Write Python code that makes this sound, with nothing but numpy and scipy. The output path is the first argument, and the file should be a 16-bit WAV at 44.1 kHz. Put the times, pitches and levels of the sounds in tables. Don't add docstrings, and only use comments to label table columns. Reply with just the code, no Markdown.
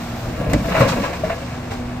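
import sys
import numpy as np
from scipy import signal
from scipy.fft import rfft, irfft
from scipy.io import wavfile

SR = 44100
rng = np.random.default_rng(int(sys.argv[2]) if len(sys.argv) > 2 else 0)


def file_out(sig):
    cols = np.atleast_2d(sig).T
    lim = np.clip(cols, -1, 1)
    pcm = np.round(lim * 32767).astype(np.int16)
    wavfile.write(sys.argv[1], SR, pcm)


N = 88200

# t/s, then level/dB of deep rumble, rumble, steel scrape, rattle, grit, dust
SLIDE_LEVELS = [(0, -44, -43, -43, -37.5, -43.5, -54), (.2, -46, -36.5, -35.5, -35.5, -43, -49.5),
                (.34, -36, -37.5, -33.5, -36, -43, -53), (.42, -38, -24, -27.5, -34.5, -41.5, -53),
                (.5, -51, -23, -28.5, -37, -48.5, -54), (.585, -45, -21, -29, -33, -39.5, -60),
                (.635, -30, -27.5, -32, -32.5, -41.5, -48), (.68, -35, -26, -23.5, -28.5, -38.5, -47),
                (.73, -30, -43, -25, -21.5, -39.5, -47), (.795, -32, -23, -22, -23, -35, -46),
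                (.865, -35, -22.5, -20, -25, -39, -48), (.905, -31, -25, -38, -25, -32.5, -49),
                (.95, -34, -25, -21, -28.5, -40, -49), (1.06, -40, -24, -28, -29.5, -39.5, -53),
                (1.09, -55, -42.5, -29, -33, -44.5, -56), (1.22, -49, -24.5, -37.5, -39, -47.5, -59),
                (1.34, -47, -33.5, -31.5, -38, -45.5, -56), (1.45, -51, -35, -40.5, -38, -44, -61),
                (1.65, -41, -36, -39.5, -40.5, -46, -63), (2, -39, -37.5, -44, -43.5, -52.5, -77)]
# f/Hz, relative level/dB
DEEP_SPECTRUM = [(28, 14), (42, 15.5), (60, 13.5), (85, -8)]
RUMBLE_SPECTRUM = [(90, -2), (120, 1.5), (180, 0), (300, -2), (350, -20)]
RATTLE_SPECTRUM = [(800, -0.5), (1000, -1.5), (1500, -4.5), (2300, -6), (2800, -6.5), (3200, -22),
                   (4200, -15)]
GRIT_SPECTRUM = [(3000, 0.5), (3900, 0), (5400, -0.5), (7500, -5.5), (8800, -13), (9400, -15.5),
                 (9900, -49)]
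DUST_SPECTRUM = [(10300, -14), (11300, -3), (12500, 0), (14000, -1), (15000, -3), (15500, -10),
                 (15700, -16)]
# f/Hz, relative level/dB, t60/s
BUCKET_MODES = [(476.7, -4.5, 0.22), (507.4, -3.5, 0.26), (559.5, 2, 0.098), (594.5, -1.5, 0.14),
                (636, 2, 0.11), (668.4, -3.5, 0.15), (698, -2.5, 0.071), (843, -13, 0.13),
                (953, -12.5, 0.23), (1043, -10.5, 0.28), (1144, -4, 0.11), (1370, -13, 0.099),
                (1668, -13.5, 0.36), (2320, -14, 0.12)]
# t/s, level/dB, f/Hz, t60/s
BED_THUMPS = [(.4, -23, 246, 0.21), (.476, -11.5, 54.3, 0.13), (0.495, -14.5, 103.5, 0.44),
              (0.527, -16, 151.8, 0.38), (0.537, -13, 55, 0.33), (.528, -12.5, 294.3, 0.17),
              (0.539, -6.5, 296.5, 0.09), (.552, -18, 227, 0.12), (0.563, -19, 128, 0.19),
              (0.708, -15.5, 175.5, 0.21), (0.803, -5.5, 123, 0.21), (0.806, -11.5, 193, 0.21),
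              (0.898, -18, 154, 0.16), (0.98, -6, 249, 0.036), (0.999, -20.5, 193, 0.21),
              (1.13, -35, 174, 0.24), (1.233, -19.5, 173, 0.21), (1.707, -11, 91, 0.058)]
BUCKET_RINGS = [(.218, -30, 578, 0.15), (.263, -32, 580, 0.061), (0.5342, -19.5, 470, 0.14),
                (.53, -16.5, 768, 0.052), (.539, -11, 592, 0.1), (.535, -10.5, 2003, 0.028),
                (.644, -20.5, 665, 0.37), (.69, -26, 668.4, 1), (.74, -14, 557, 0.076),
                (.748, -15, 643.6, 0.43), (.761, -18, 995, .05), (.775, -20, 1385, 0.17),
                (0.808, -25, 1220, 0.17), (.812, -8.5, 554.6, 0.16), (.838, -15, 539, 0.21),
                (.812, -19, 630, 0.092), (0.811, -13, 1087, .04), (0.817, -17.5, 1043, 0.17),
                (0.918, -22, 525, 0.24), (.921, -20, 950, 0.17), (1.035, -18.5, 997, .08),
                (1.038, -22, 523, 0.062), (1.046, -24, 1640, 0.12), (1.059, -22, 1144, 0.12),
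                (1.12, -25, 690, 0.058), (1.2355, -8.5, 634, 0.082), (1.299, -22, 671.5, 0.26),
                (1.299, -20, 664, 0.28), (1.714, -26.5, 790, 0.23), (1.71, -28.5, 438, 0.15),
                (1.801, -31.5, 506, 0.19)]
# t/s, rattle level/dB, grit level/dB, dust level/dB, rise/s, decay constant/s
STONE_BURSTS = [(0.496, -30.5, -40.5, -45, 0.003, 0.062), (0.533, -23, -27.5, -51, .001, 0.014),
                (0.645, -38, -61, -53, 0.0023, 0.013), (0.694, -34, -36.5, -50, 0.0036, 0.018),
                (.757, -25, -41, -47, 0.0081, 0.068), (.788, -38, -35, -38, .015, 0.015),
                (0.805, -16.5, -30.5, -52, 0.0024, 0.034), (0.871, -28, -28.5, -44, 0.017, 0.038),
                (.918, -24, -43, -52, 0.0028, 0.027), (1.032, -25.5, -42, -61, 0.011, 0.054),
                (1.129, -28.5, -42, -55, 0.0043, 0.026), (1.239, -33, -42.5, -55, 0.0058, 0.049),
                (1.297, -23.5, -47, -54, 0.00076, 0.028), (1.699, -32.5, -39, -52.5, 0.018, 0.05)]
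# f/Hz, relative level/dB
CRACK_SPECTRUM = [(2000, 11), (3800, -22), (5600, -16), (7200, 7), (8600, -1), (9600, -29), (10600, -34),
                  (11500, -7), (13500, -7), (15500, -13)]
# t/s, firing rate f/Hz, then level/dB of orders 1, 2, 3
ENGINE_FIRING = [(0, 118.5, -40, -30.5, -70), (.3, 118.2, -29.5, -39, -42), (.6, 117, -63, -47, -71),
                 (1.2, 121.3, -61, -49.5, -50), (1.45, 121.2, -36, -38, -49.5),
                 (1.8, 121.6, -39, -29.5, -40), (2, 123.8, -27.5, -31.5, -50)]
# f/Hz, level/dB
IDLE_ORDERS = [(36, -46), (70, -39), (91.5, -41.5), (172.3, -40)]
# f/Hz, relative level/dB
ROAR_SPECTRUM = [(20, -36), (40, -26), (100, -1), (250, -10.5), (350, -5.5), (400, -17.5), (470, -16),
                 (750, -6.5), (900, -14), (1200, -14.5), (2400, -23.5), (3100, -25.5), (7000, -35),
                 (10000, -44), (12500, -42), (15000, -41), (15700, -54)]
# f/Hz, coherence/1
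PORT_COHERENCE = [(40, 0.99), (120, 1), (230, 1), (340, 1), (420, 0.58), (500, 1), (620, 0.96), (760, 0.77),
                  (920, 0.64), (1100, 0.6), (2000, 0.61), (2950, 0.37), (3500, 0.044), (15000, .08)]
# f/Hz, level difference/dB
PORT_BALANCE = [(60, 1), (240, -1), (340, -4), (480, 8.5), (610, 4), (780, -4.5), (1200, 5), (2500, -2.5),
                (3200, 0), (6000, -2.5), (8300, 11), (10500, 1), (13500, -2)]
# f/Hz, phase/rad
PORT_LEAD = [(190, 0), (280, .3), (420, 1.1), (490, 0), (750, 0), (900, 1.2), (1100, .2), (1650, -.1),
             (2400, .9), (2950, 2.2), (7000, .5)]

GRAINS_PER_S = 3600
PITCH_WAVER, WAVER_DB = 0.00832, 1.5
ROAR_START_DB, ROAR_FALL_DB_PER_S, KNOCK_HZ, KNOCK_DEPTH = -32, 1.5, 40, 0.052


def rock_slide():
    boulders, stones = impacts(GRAINS_PER_S / 4), impacts(GRAINS_PER_S / 4)
    grains = impacts(GRAINS_PER_S)
    layers = (colour(boulders, DEEP_SPECTRUM), colour(boulders, RUMBLE_SPECTRUM),
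              bucket_steel(stones), colour(stones, RATTLE_SPECTRUM),
              colour(grains, GRIT_SPECTRUM), colour(grains, DUST_SPECTRUM))
    return sum(amp(curve(SLIDE_LEVELS, column=1 + k)) * layer for k, layer in enumerate(layers))


def impacts(per_s, spread_db=3, clump_db=2, energy_decay_s=0.0055):
    size_db = spread_db * np.minimum(rng.exponential(1, N), 4) + clump_db * drift(31.1)
    hits = amp(size_db) * (rng.random(N) < per_s / SR)
    puff = np.exp(-np.arange(600) / SR / energy_decay_s)
    energy = signal.oaconvolve(hits ** 2, puff)[:N]
    return rng.standard_normal((2, N)) * np.sqrt(abs(energy))


def bucket_steel(force):
    motion = 0
    for hz, db, t60 in BUCKET_MODES:
        radius, angle = np.exp(-np.log(1000) / t60 / SR), 2 * np.pi * hz / SR
        feedback = [1, -2 * radius * np.cos(angle), radius ** 2]
        motion += amp(db) * signal.lfilter([np.sin(angle)], feedback, force)
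    return unit_rms(motion)


def bed_thumps():
    return sum(struck_mode(*row, rise_s=0.0038, sharp_by=0.0617) for row in BED_THUMPS)


def bucket_rings(neighbour_ratio=0.43):
    rings = sum(struck_mode(*row, rise_s=0.0017) for row in BUCKET_RINGS)
    jolts = rng.standard_normal((2, N)) * np.hypot(*rings)
    neighbours = bucket_steel(jolts) * np.sqrt(np.mean(rings ** 2))
    return rings + neighbour_ratio * neighbours


def struck_mode(start_s, db, hz, t60, rise_s, sharp_by=0, settle_s=0.019):
    t = time_since(start_s)
    phase = 2 * np.pi * hz * (t + sharp_by * settle_s * (1 - np.exp(-t / settle_s)))
    return (1 - np.exp(-t / rise_s)) * amp(db - 60 * t / t60) * quadrature(phase)


def loose_stones():
    spectra = RATTLE_SPECTRUM, GRIT_SPECTRUM, DUST_SPECTRUM
    bands = np.array([colour(rng.standard_normal((2, N)), spectrum) for spectrum in spectra])
    power = np.zeros((3, N))
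    for start_s, *levels_db, rise_s, fall_s in STONE_BURSTS:
        t = time_since(start_s)
        flare = np.minimum(t / rise_s, 1) * np.exp(-np.maximum(t - rise_s, 0) / fall_s)
        power += (amp(levels_db)[:, None] * flare) ** 2
    return (np.sqrt(power)[:, None] * bands).sum(0)


def rock_crack(start_s=0.5339, db=-14.5, rise_s=0.0004, fall_s=0.0016):
    t = time_since(start_s)
    envelope = (1 - np.exp(-t / rise_s)) * np.exp(-t / fall_s)
    return amp(db) * envelope * colour(rng.standard_normal((2, N)), CRACK_SPECTRUM)


def diesels():
    t = time_since(0)
    firing_hz = curve(ENGINE_FIRING, column=1) * (1 + PITCH_WAVER * drift(12.2))
    cycles = np.cumsum(firing_hz) / SR
    tones = 0
    for order in (1, 2, 3):
        level_db = curve(ENGINE_FIRING, column=1 + order) + WAVER_DB * drift(16)
        tones += amp(level_db) * quadrature(2 * np.pi * (order * cycles + rng.random()))
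    for hz, db in IDLE_ORDERS:
        level_db = db + WAVER_DB * drift(13)
        idle_hz = hz * (1 + 3 * PITCH_WAVER * drift(11.1))
        tones += amp(level_db) * quadrature(2 * np.pi * np.cumsum(idle_hz) / SR)
    knock = 1 + KNOCK_DEPTH * np.cos(2 * np.pi * KNOCK_HZ * t + drift(2.7))
    roar = colour(rng.standard_normal((2, N)) * knock * amp(0.37 * drift(23)), ROAR_SPECTRUM)
    return np.sqrt(2) * tones + amp(ROAR_START_DB - ROAR_FALL_DB_PER_S * t) * roar


def microphone_ports(pair):
    hz = np.fft.rfftfreq(N, 1 / SR)
    coherence = at_frequency(PORT_COHERENCE, hz)
    side = np.array([[.5], [-.5]])
    common, difference = rfft(pair)
    heard = np.sqrt((1 + coherence) / 2) * common + 2 * side * np.sqrt((1 - coherence) / 2) * difference
    lead = np.exp(1j * side * at_frequency(PORT_LEAD, hz))
    return irfft(heard * lead * amp(side * at_frequency(PORT_BALANCE, hz)), N)


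def colour(x, spectrum, skirt_db=-30):
    (low_hz, low_db), (high_hz, high_db) = spectrum[0], spectrum[-1]
    skirted = [(low_hz * .8, low_db + skirt_db), *spectrum, (high_hz * 1.2, high_db + skirt_db)]
    gain = amp(at_frequency(skirted, np.fft.rfftfreq(N, 1 / SR)))
    return unit_rms(irfft(rfft(x) * gain, N))


def drift(top_hz):
    t, rates_hz = time_since(0), np.geomspace(.5, top_hz, 16)
    return unit_rms(sum(np.sin(2 * np.pi * (hz * t + rng.random())) / np.sqrt(hz) for hz in rates_hz))


def quadrature(phase):
    return np.array([np.sin(phase), np.cos(phase)])


def at_frequency(table, hz):
    f, value = np.transpose(table)
    return np.interp(np.log(hz + 1), np.log(f + 1), value)


def curve(table, column):
    rows = np.array(table)
    return np.interp(time_since(0), rows[:, 0], rows[:, column])


def time_since(start_s):
    return np.maximum(np.arange(N) / SR - start_s, 0)


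def amp(db):
    return 10 ** (np.asarray(db) / 20)


def unit_rms(x):
    return x / np.sqrt(np.mean(x ** 2) + 1e-20)


def scene():
    pressure = diesels() + rock_slide() + bed_thumps() + bucket_rings() + loose_stones() + rock_crack()
    return microphone_ports(pressure)


def record(dry, ceiling=0.93, cutoff_hz=15730):
    rounded = dry / (1 + (abs(dry) / ceiling) ** 6) ** (1 / 6)
    lowpass = signal.firwin(2047, cutoff_hz, window=("kaiser", 9), fs=SR)
    return signal.oaconvolve(rounded, lowpass[None], "same")


dry = scene()
out = record(dry)
file_out(out)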